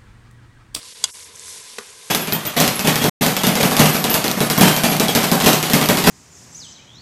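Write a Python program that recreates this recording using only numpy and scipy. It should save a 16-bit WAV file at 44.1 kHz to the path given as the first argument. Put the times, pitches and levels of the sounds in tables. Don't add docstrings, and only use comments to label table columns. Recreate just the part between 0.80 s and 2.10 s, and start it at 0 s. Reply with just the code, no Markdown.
import sys
import numpy as np
from scipy import signal
from scipy.fft import rfft, irfft
from scipy.io import wavfile

SR = 44100
rng = np.random.default_rng(int(sys.argv[2]) if len(sys.argv) > 2 else 0)


def unload_wav(signal):
    wavfile.write(
        sys.argv[1],
        SR,
        np.round(np.clip(np.atleast_2d(signal).T, -1, 1) * 32767).astype(np.int16),
    )


N = 57330
TIME = np.arange(N) / SR

# pitch_hz, level_db (used only for the spoon click), t60_s (time to fade 60 dB)
WALL_MODES = [(1026, -27, .05), (1465, -29, .055), (2140, -28, .03), (2833, -28, .06), (2973, -30, .09),
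              (3336, -14, .045), (3574, -16, .028), (4005, -15, .022), (4500, -25, .04), (4850, -9, .021),
              (4990, -19, .028), (6097, -19, .04), (6390, -18, .026), (6830, -16, .024), (8445, -20, .028),
              (10520, -19, .018)]


def from_db(db):
    return 10 ** (np.asarray(db) / 20)


def rms_one(x):
    return x / np.sqrt(np.mean(x ** 2) + 1e-20)


def in_time(rows):
    seconds, *columns = np.transpose(rows)
    return [np.interp(TIME, seconds, column) for column in columns]


def colour(x, points):
    size = 2 * N
    hz, db = np.transpose(points)
    log_bins = np.log(np.arange(N + 1) * SR / size + 1)
    gain = rms_one(from_db(np.interp(log_bins, np.log(hz), db)))
    cepstrum = irfft(np.log(gain))
    response = np.exp(rfft(2 * cepstrum[:N], size) - cepstrum[0])
    return irfft(rfft(x, size) * response)[:N]


def ring(x, hz, t60):
    radius = np.exp(-np.log(1000) / (t60 * SR))
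    angle = 2 * np.pi * hz / SR
    feedback = [1, -2 * radius * np.cos(angle), radius * radius]
    return signal.lfilter([.5, 0, -.5], feedback, x + 1e-18)


def impulses(rows):
    clicks = np.zeros(N)
    for start_s, level_db in rows:
        clicks[int(start_s * SR)] = from_db(level_db)
    return clicks


def bursts(spectrum, per_s, spread_db, hiss_db, cycles):
    sizes = from_db(spread_db * np.minimum(rng.exponential(1, N), 4.5))
    signs = rng.choice([-1, 1], N)
    pops = sizes * signs * (rng.random(N) < per_s / SR)
    pitches = np.geomspace(900, 12000, 24)
    dealt = rng.choice(len(pitches), N, p=pitches / pitches.sum())
    grains = np.zeros(N)
    for k, hz in enumerate(pitches):
        grains += np.sqrt(hz) * ring(pops * (dealt == k), hz, cycles / hz)
    hiss = from_db(hiss_db) * rng.standard_normal(N)
    return rms_one(colour(rms_one(grains) + hiss, spectrum))


def pot_air(low_db):
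    # pitch_hz, width_hz, level_db (before the trim below)
    air_bands = [(425, 35, -59), (480, 45, -58), (1015, 32, -57), (1610, 70, -62), (2110, 60, -61),
                 (3570, 130, -57)]
    trim_db, simmer_share = -1.5, 0.33
    air = np.zeros(N)
    for hz, width_hz, level_db in air_bands:
        t60 = np.log(1000) / (np.pi * width_hz)
        air += from_db(level_db) * rms_one(ring(rng.standard_normal(N), hz, t60))
    return air * from_db(trim_db + simmer_share * (low_db - low_db.mean()))


def pot_wall(fine, fine_db):
    ringing = rms_one(sum(ring(fine, hz, t60) for hz, _, t60 in WALL_MODES))
    return from_db(-58.5 + fine_db - fine_db.mean()) * ringing


def sauce():
    # start_s, fine_sizzle_db, wet_sputter_db, low_simmer_db
    frying = [(0, -47, -51, -50.5), (.06, -44.5, -44, -54.5), (.17, -46, -45.5, -53.5),
              (.21, -46, -48, -52), (.29, -41.5, -46, -46), (.36, -42, -47, -50.5), (.44, -42, -48.5, -51),
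              (.51, -51.5, -52, -52), (.55, -46.5, -55, -53), (.61, -43.5, -48, -52.5),
              (.7, -37, -46, -48.5), (.76, -40, -45.5, -48.5), (.83, -44, -48.5, -49.5),
              (.94, -43.5, -45.5, -50), (1.03, -46, -51.5, -48), (1.1, -45, -51, -49),
              (1.15, -48, -52, -53), (1.27, -44, -48.5, -51.5)]
    # pitch_hz, density_db (per Hz)
    sizzle_colour = [(2000, -31), (4300, -19.5), (5400, 1), (6500, -0.5), (8000, 0.5), (10000, -1.5),
                     (11800, -3.5), (14000, -29)]
    sputter_colour = [(300, -32), (1500, -15.5), (2600, -4), (3600, 2.5), (4700, 3.5), (7000, -10.5),
                      (13000, -18)]
    simmer_colour = [(150, -6.5), (300, -5), (450, -5), (680, -4), (1000, 1), (1300, -3.5), (2200, 1.5),
                     (3200, -3.5), (6000, -18), (13000, -32)]
    sizzle_trim_db, sputter_trim_db = 0.5, 1.5
    treble_dip_share = 0.083

    fine_db, wet_db, low_db = in_time(frying)
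    dip_db = dips()
    fine = bursts(sizzle_colour, per_s=5700, spread_db=3.5, hiss_db=3, cycles=22)
    wet = bursts(sputter_colour, per_s=3900, spread_db=3, hiss_db=7, cycles=17)
    low = bursts(simmer_colour, per_s=2000, spread_db=2, hiss_db=0.5, cycles=13)
    sizzle = from_db(fine_db + sizzle_trim_db + treble_dip_share * dip_db) * fine
    sputter = from_db(wet_db + sputter_trim_db) * wet
    simmer = from_db(low_db) * low
    body = sputter + simmer + pot_wall(fine, fine_db) + pot_air(low_db)
    return sizzle + from_db(dip_db) * body


def spits():
    # start_s, peak_db, pitch_hz, t60_s
    drops = [(0.0178, -29, 4150, .005), (0.0304, -27, 4800, 0.0069), (.0855, -25, 9000, 0.0013),
             (0.2777, -27, 3630, 0.0044), (0.3508, -29, 8900, 0.013), (.556, -26.5, 6240, 0.0093),
             (0.5601, -23.5, 7600, 0.0031), (0.596, -17.5, 7200, 0.0023)]
    return sum(ring(impulses([(start_s, peak_db)]), hz, t60) for start_s, peak_db, hz, t60 in drops)


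def fading_noise(start_s, hold_s, t60):
    age = TIME - start_s
    fade = np.exp(-np.log(1000) * np.maximum(age - hold_s, 0) / t60)
    return (age > 0) * fade * rng.standard_normal(N)


def blow(contacts, modes, crack, crack_db, hold_s, crack_t60, tail_db, tail_t60, tail_hz):
    build_s = .0015
    lags = build_s * rng.random(len(modes))
    rings = np.zeros(N)
    for k, (hz, level_db, t60) in enumerate(modes):
        hits = impulses([(start_s + lags[k], force_db) for start_s, force_db in contacts])
        rings += (-1) ** k * from_db(level_db) * ring(hits, hz, t60)
    first_s = contacts[0][0]
    short_crack = from_db(crack_db) * fading_noise(first_s, hold_s, crack_t60)
    lowpass = signal.butter(1, min(tail_hz, SR / 3), fs=SR, output="sos")
    tail = from_db(tail_db) * signal.sosfilt(lowpass, fading_noise(first_s, hold_s, tail_t60))
    return rings + colour(short_crack + tail, crack)


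def spoon():
    # start_s, force_db (added to the mode levels)
    click_contacts = [(.2398, 0), (.2532, -19)]
    knock_contacts = [(.9836, 1), (1.0085, -12.5)]
    # pitch_hz, level_db (before the force), t60_s
    bottom_modes = [(224.5, -35, 0.081), (415, -30.5, .085), (478, -29.5, 0.044), (930, -36.5, 0.0098),
                    (1183, -34.5, 0.087), (1370, -42, 0.051), (1930, -26, 0.021), (2530, -28, 0.017)]
    # pitch_hz, density_db (per Hz)
    click_colour = [(100, -32), (350, -26), (700, -1.5), (2300, -6.5), (3300, -3), (5500, -4), (6500, 13),
                    (8000, 7), (10000, 3), (12000, -6)]
    knock_colour = [(70, -52), (200, -0.5), (500, -5.5), (1200, 12), (2500, -4), (4000, 3), (5300, 3),
                    (6400, 4.5), (8000, -3.5), (12000, -5.5)]
    click = blow(click_contacts, WALL_MODES, click_colour, crack_db=-13.5, hold_s=0.0024,
                 crack_t60=0.015, tail_db=-19.5, tail_t60=0.061, tail_hz=6000)
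    knock = blow(knock_contacts, bottom_modes, knock_colour, crack_db=-23, hold_s=0.0013,
                 crack_t60=0.038, tail_db=-35.5, tail_t60=0.19, tail_hz=2520)
    return click + knock


def fire():
    # pitch_hz, density_db (per Hz)
    fire_colour = [(20, -27), (32, -31), (45, -14), (65, -11.5), (85, 0.5), (115, -8), (160, -8.5),
                   (230, -11), (330, -21), (600, -30.5), (4000, -69)]
    # start_s, level_db
    fire_level = [(0, -61.5), (.28, -56.5), (.4, -61), (.6, -59.5), (.68, -60), (.9, -65.5), (1.3, -64.5)]
    level_db, = in_time(fire_level)
    return from_db(level_db + dips()) * colour(rng.standard_normal(N), fire_colour)


def dips():
    # centre_s, half_width_s (where the drop is 1/e of its depth), depth_db
    drop_shapes = [(.142, 0.0069, 14), (0.324, 0.014, 26), (0.444, 0.0056, 10), (0.823, 0.0055, 6),
                   (0.954, 0.005, 5)]
    return -sum(depth_db * np.exp(-((TIME - centre_s) / half_width_s) ** 2)
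                for centre_s, half_width_s, depth_db in drop_shapes)


def scene():
    return (sauce() + spits() + spoon() + fire())[None]


def record(dry):
    return signal.sosfilt(signal.cheby2(20, 70, 12400, fs=SR, output="sos"), dry)


dry = scene()
out = record(dry)
unload_wav(out)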